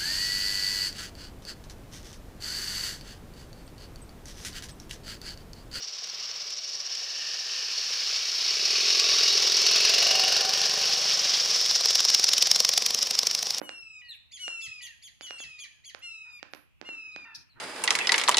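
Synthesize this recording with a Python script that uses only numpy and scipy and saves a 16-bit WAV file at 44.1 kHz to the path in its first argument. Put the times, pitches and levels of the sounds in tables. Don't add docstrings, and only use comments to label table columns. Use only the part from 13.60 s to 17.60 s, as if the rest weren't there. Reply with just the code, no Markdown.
import sys
import numpy as np
from scipy import signal
from scipy.fft import rfft, irfft
from scipy.io import wavfile

SR = 44100
rng = np.random.default_rng(int(sys.argv[2]) if len(sys.argv) > 2 else 0)


def generate_wav(sig):
    pcm = np.round(np.clip(np.atleast_2d(sig).T, -1, 1) * 32767).astype(np.int16)
    wavfile.write(sys.argv[1], SR, pcm)


N = 176400
TIME = np.arange(N) / SR
TREE_LINE_T60_S = 0.56


def from_db(db):
    return 10 ** (np.asarray(db) / 20)


def along(rows, x, column=1):
    rows = np.array(rows)
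    return np.interp(x, rows[:, 0], rows[:, column])


def at_hz(points, hz):
    f, db = np.transpose(points)
    return np.interp(np.log(np.maximum(hz, 1)), np.log(f), db)


def sides(pan_db):
    ratio = from_db(np.atleast_1d(pan_db))
    return np.array([ratio, np.ones_like(ratio)]) * np.sqrt(2 / (1 + ratio ** 2))


def coloured(x, points):
    hz = np.fft.rfftfreq(x.shape[-1], 1 / SR)
    return irfft(rfft(x) * from_db(at_hz(points, hz)), x.shape[-1])


def noise(points):
    x = coloured(rng.standard_normal((2, N)), points)
    return x / np.sqrt(np.mean(x ** 2))


def wander(t, rate):
    return np.interp(t * rate, np.arange(4096), rng.standard_normal(4096))


def gate(t, length, attack_s, release_s):
    return np.sin(np.pi / 2 * np.clip(t / attack_s, 0, 1)) * np.clip((length - t) / release_s, 0, 1)


def swells(rows):
    return sum(from_db(db) * np.exp(-((TIME - s) / width) ** 2) for s, width, db in rows)


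def phase_of(hz, t, jitter, rate=500):
    return 2 * np.pi * np.cumsum(hz * (1 + jitter * wander(t, rate))) / SR


def partials(phase, levels_db):
    return sum(from_db(db) * np.sin(k * phase) for k, db in enumerate(levels_db, 1))


def add(out, start, x):
    i = int(start * SR)
    out[i:i + len(x)] += x[:max(N - i, 0)]


def scatter(x, t60_s, build_s=0.0091):
    # (frequency [Hz], level [dB])
    echo_eq = [(1000, 1), (3200, -1.5), (5000, -4.5), (6700, -7), (8200, -7), (10000, -7.5), (14000, -13.5)]
    t = TIME[:SR]
    wash = coloured(rng.standard_normal((2, SR)), echo_eq)
    envelope = from_db(-60 * t / t60_s) * (1 - np.exp(-t / build_s))
    tail = wash * envelope / np.sqrt(np.sum(envelope ** 2))
    return signal.fftconvolve(x[None], tail, axes=1)[:, :N]


def placed(x, pan, left_lag_ms):
    hz = np.fft.rfftfreq(N, 1 / SR)
    lag = np.exp(-2j * np.pi * hz * left_lag_ms / 1000 * np.array([[1], [0]]))
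    return irfft(rfft(x) * sides(at_hz(pan, hz)) * lag, N)


def background():
    # (frequency [Hz], level [dB])
    air_eq = [(100, -2), (300, -6.5), (900, 0.5), (1700, -3.5), (2600, 11), (4000, -10.5), (8000, -16),
              (12500, -12), (15500, -21.5)]
    rumble_eq = [(20, -13.5), (55, 10.5), (100, 9), (180, 1), (350, -11.5), (1000, -34)]
    opposed, common = noise(rumble_eq)
    rumble = opposed * np.array([[1], [-1]]) + from_db(-11.5) * common
    return from_db(-72) * noise(air_eq) + from_db(-67) * rumble


def hisses():
    # (time [s], width [s], level [dB])
    cues = [(.04, 0.024, -56.5), (.503, 0.011, -63), (.555, 0.017, -67), (2.395, 0.0069, -66),
            (2.76, 0.041, -71), (2.96, 0.035, -65.5), (3.02, 0.045, -72.5)]
    # (frequency [Hz], level [dB])
    hiss_eq = [(6000, -46), (10500, 29.5), (13000, 29), (15500, -50)]
    return noise(hiss_eq) * swells(cues) * sides(pan_db=25)


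def thumps():
    # (time [s], width [s], level [dB])
    cues = [(.235, 0.013, -67.5), (1.09, 0.022, -57.5), (1.87, .035, -62), (3.6, 0.075, -67),
            (3.79, 0.022, -61.5), (3.97, 0.021, -59.5)]
    # (frequency [Hz], level [dB])
    thump_eq = [(40, -8), (80, -3), (165, 1), (230, -14.5), (500, -36), (2000, -97)]
    return noise(thump_eq) * swells(cues)


def rustles():
    # (time [s], width [s], level [dB])
    cues = [(.03, 0.017, -50.5), (2.97, .04, -65), (3.25, 0.034, -59), (3.34, 0.051, -58.5),
            (3.47, 0.051, -67), (3.62, 0.056, -63.5), (3.79, 0.079, -71), (3.99, 0.032, -59)]
    # (frequency [Hz], level [dB])
    rustle_eq = [(120, -20.5), (270, 8.5), (600, -8.5), (1000, -2), (1600, 2.5), (2500, -12), (5000, -28),
                 (10000, -45)]
    return noise(rustle_eq) * swells(cues) * sides(pan_db=-6.5)


def bumps():
    # (time [s], strike level [dB], contact low-pass [Hz], extra drive of the lowest mode [dB])
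    hits = [(.0160, -2.5, 833, 6.5), (0.018, -22, 910, -2), (0.0255, -30, 1490, -4),
            (0.0325, -26, 694, 13.5), (.0929, -10.5, 3240, -2), (0.8806, -10.5, 3350, -6),
            (1.61, -17.5, 3570, 4), (1.708, -12, 3250, -20), (1.8033, -18.5, 2380, 4),
            (2.3482, -13.5, 3670, -12.5), (2.8292, -13.5, 3570, 4), (2.9359, -13, 3330, 0),
            (2.949, -26.5, 5730, 14.5), (3.2142, -16.5, 3730, 11), (3.2258, -31.5, 2100, 24),
            (3.29, -16, 2220, 11.5), (3.5623, -15, 3440, 7.5)]
    # (frequency [Hz], bandwidth [Hz], gain [dB])
    case_modes = [(282, 199, -26), (550, 190, -22.5), (764, 119, -27.5), (1574, 830, -9.5),
                  (2414, 570, -19), (5040, 4000, 3.5)]
    knocks, thuds, case = np.zeros((3, N))
    for start, db, contact_hz, thud_db in hits:
        softness = signal.butter(2, contact_hz, fs=SR)
        contact = from_db(db) * signal.lfilter(*softness, signal.unit_impulse(512))
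        add(knocks, start, contact)
        add(thuds, start, contact * from_db(thud_db))
    for k, (hz, width_hz, db) in enumerate(case_modes):
        radius, angle = np.exp(-np.pi * width_hz / SR), 2 * np.pi * hz / SR
        poles = [1, -2 * radius * np.cos(angle), radius ** 2]
        drive = (knocks if k else thuds) + 1e-18 * rng.standard_normal(N)
        case += from_db(db) * signal.lfilter([.5, 0, -.5], poles, drive)
    case = signal.sosfilt(signal.butter(2, [236, 4950], "band", fs=SR, output="sos"), case)
    # (frequency [Hz], level [dB])
    tail_eq = [(150, -4), (300, 1), (700, -5), (1000, 3.5), (2000, -1), (4000, 0), (8000, 3)]
    tail = from_db(-7.5) * scatter(coloured(case, tail_eq), t60_s=0.36)
    return case * sides(pan_db=-29) + tail * sides(pan_db=-17)


def caws():
    # (start [s], length [s], pitch [Hz], level [dB])
    calls = [(2.644, 0.098, 472.6, -62), (3.639, 0.1004, 479, -51.5), (3.953, 0.12, 451.3, -57)]
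    harmonics_db = [-33, -7.5, -4, -6.5, -24]
    out = np.zeros(N)
    for start, length, hz, db in calls:
        t = TIME[:int(length * SR)]
        sag = 1 - 0.0638 * t / length
        voice = partials(phase_of(hz * sag, t, jitter=0.077, rate=590), harmonics_db)
        add(out, start, from_db(db) * voice * gate(t, length, 0.025, 0.035))
    return out + from_db(-3.5) * scatter(out, TREE_LINE_T60_S)


def rasp():
    # (time [s], level [dB])
    envelope = [(3.742, -73), (3.749, -41), (3.762, -42.5), (3.773, -52.5), (3.82, -56), (3.84, -65.5),
                (3.9, -78)]
    # (frequency [Hz], level [dB])
    rasp_eq = [(2500, -29), (3700, -5), (5300, 4.5), (6200, -7), (7300, -22.5), (11000, -19), (13500, -25),
               (15000, -51)]
    sounding = (TIME > envelope[0][0]) & (TIME < envelope[-1][0])
    return noise(rasp_eq) * from_db(along(envelope, TIME)) * sounding


def slurs():
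    # (start [s], length [s], first pitch [Hz], last pitch [Hz], level [dB])
    calls = [(0.441, 0.045, 4600, 4130, -63), (0.482, 0.055, 4380, 3363, -43.5),
             (.528, 0.027, 3390, 1985, -51), (3.516, 0.058, 4150, 3800, -60),
             (3.89, 0.047, 4550, 3760, -65)]
    harmonics_db = [3.5, -17.5, -24]
    out = np.zeros(N)
    for start, length, first_hz, last_hz, db in calls:
        t = TIME[:int(length * SR)]
        phase = phase_of(first_hz + (last_hz - first_hz) * t / length, t, jitter=0.014)
        add(out, start, from_db(db) * partials(phase, harmonics_db) * gate(t, length, 0.014, 0.012))
    return out


def chirps():
    # (start [s], top pitch [Hz], level [dB], high shelf [dB], warble depth [share of pitch])
    calls = [(0.71, 3550, -38.5, -11, 0.0036), (1.002, 3558, -36, 1, 0.0041), (1.207, 3500, -37, 6, 0.044),
             (1.416, 3530, -41.5, 4.5, 0.038), (1.606, 3528, -39, 1.5, 0.015),
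             (1.777, 3484, -36, -6.5, 0.024), (1.981, 3435, -36.5, -3.5, 0.0054),
             (2.237, 3426, -39.5, -2.5, 0.0042)]
    # (time [s], pitch [share of top pitch], level [dB])
    arch = [(0, .52, -25), (.012, .68, -6), (.018, .98, -5), (.022, 1.0, -3), (.042, .935, 0),
            (.058, .865, -1), (.063, .6, -8), (.080, .5, -18)]
    # (frequency [Hz], level [dB])
    throat = [(1700, 3), (2300, -6.5), (3200, -8), (4800, 3.5), (5600, -14.5), (6800, -3.5), (7600, -17.5),
              (8300, -29.5), (10000, -11), (11500, -13), (13000, -26), (14500, -43)]
    warble_hz, shelf_hz = 256.3, 10200
    length = arch[-1][0]
    t = TIME[:int(length * SR)]
    envelope = from_db(along(arch, t, column=2)) * gate(t, length, 0.0026, 0.0016)
    out = np.zeros(N)
    for start, top_hz, db, shelf_db, warble_depth in calls:
        hz = top_hz * along(arch, t)
        warble = 1 + warble_depth * np.sin(2 * np.pi * warble_hz * t)
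        phase = phase_of(hz * warble, t, jitter=0.011, rate=900)
        harmonics_db = [at_hz(throat, k * hz) + shelf_db * (k * hz > shelf_hz) for k in range(1, 5)]
        add(out, start, from_db(db) * partials(phase, harmonics_db) * envelope)
    return out


def small_birds():
    # (frequency [Hz], left minus right [dB])
    pan = [(1800, -6.5), (3300, -1), (5000, 3), (6700, -1.5), (8000, 9), (10000, 19), (13500, 25)]
    calls = chirps() + slurs()
    leaves = from_db(-0.5) * scatter(calls, t60_s=0.088, build_s=0.006)
    trees = from_db(-3.5) * scatter(calls, t60_s=0.54)
    return placed(from_db(-2.5) * calls + leaves + trees + rasp(), pan, left_lag_ms=0.028)


def mew_voice(t, length, first_hz, last_hz, overtones_db, highest_db):
    multiples = [.5, 1, 1.5, 2, 2.5, 3, 3.5, 4]
    levels_db = [-26.5, -0.5, -18, -14.5, -23.5, -24, -36.5, -32.5]
    onset_multiples = [.75, 1.25, 1.75, 2.25, 2.75]
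    progress = t / length
    glide_hz = first_hz + (last_hz - first_hz) * progress
    scoop_hz = 641.6 * np.exp(-t / 0.01)
    overshoot_hz = 348.8 * np.exp(-t / 0.037)
    dip_hz = 170 * np.exp((t - length) / 0.0085)
    waver = 1 + 0.0028 * wander(t, rate=36.17)
    phase = phase_of((glide_hz + overshoot_hz - scoop_hz) * waver - dip_hz, t, jitter=0.0026)
    voice = 0
    for k, db in zip(multiples, levels_db):
        brightness_db = overtones_db + 3 * (1 - progress) + 4.5 * wander(t, rate=11.55)
        flutter_db = 1.8 * (.5 + progress) * wander(t, rate=93)
        partial_db = db + (k > 1) * brightness_db + (k >= 3) * highest_db + flutter_db
        voice += from_db(partial_db) * np.sin(k * phase)
    hoarseness = sum(np.sin(k * phase) / k ** 2 for k in onset_multiples)
    return voice + from_db(-12.5) * np.exp(-(t / 0.04) ** 2) * hoarseness


def closing_note(hz):
    # (time [s], pitch [share of first pitch])
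    droop = [(0, 1.0), (.06, .97), (.105, .93), (.145, .8)]
    harmonics_db = [-28.5, -0.5, 0, -15, -26, -28]
    length_s, fade_db = 0.15, -4.5
    t = TIME[:int(length_s * SR)]
    voice = partials(phase_of(hz * along(droop, t), t, jitter=0.005), harmonics_db)
    return voice * from_db(fade_db * t / length_s) * gate(t, length_s, 0.003, 0.06)


def bird_of_prey():
    # (start [s], length [s], glide start [Hz], glide end [Hz], attack [s], first level [dB],
    # middle level [dB], last level [dB], overtone trim [dB], extra trim of the highest overtones [dB],
    # closing pitch [Hz], closing level [dB])
    calls = [(0.016, .402, 2872, 2487, 0.094, -40.5, -46, -47, -1, 1.5, 985, -51.5),
             (0.787, .420, 2874, 2475, 0.067, -33.5, -36.5, -46, 2, 0.5, 981, -48.5),
             (1.602, 0.47, 2960, 2358, 0.12, -38.5, -44, -47.5, -4, 6, 900, -68),
             (2.415, .385, 2723, 2415, 0.058, -35, -45.5, -46, 1.5, -3, 939, -64.5),
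             (3.242, 0.41, 2728, 2422, 0.074, -36, -42, -43.5, -6, -4.5, 920.5, -52)]
    # (frequency [Hz], left minus right [dB])
    pan = [(1400, -5.5), (2700, 0.5), (4000, 5), (5300, 5), (6700, 9), (8000, 25), (11000, 27)]
    out = np.zeros(N)
    for (start, length, first_hz, last_hz, attack_s, *contour_db,
         overtones_db, highest_db, closing_hz, closing_db) in calls:
        t = TIME[:int(length * SR)]
        voice = mew_voice(t, length, first_hz, last_hz, overtones_db, highest_db)
        contour = from_db(np.interp(t / length, [0, .5, 1], contour_db))
        add(out, start, voice * contour * gate(t, length, attack_s, release_s=0.0019))
        add(out, start + length, from_db(closing_db) * closing_note(closing_hz))
    trees = from_db(-6) * scatter(out, TREE_LINE_T60_S)
    return placed(out + trees, pan, left_lag_ms=0.065)


def scene():
    birds = bird_of_prey() + small_birds() + caws()
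    return birds + hisses() + bumps() + thumps() + rustles() + background()


def record(dry):
    cutoff_hz = 15800
    return signal.sosfilt(signal.ellip(10, .1, 70, cutoff_hz, fs=SR, output="sos"), dry)


dry = scene()
out = record(dry)
generate_wav(out)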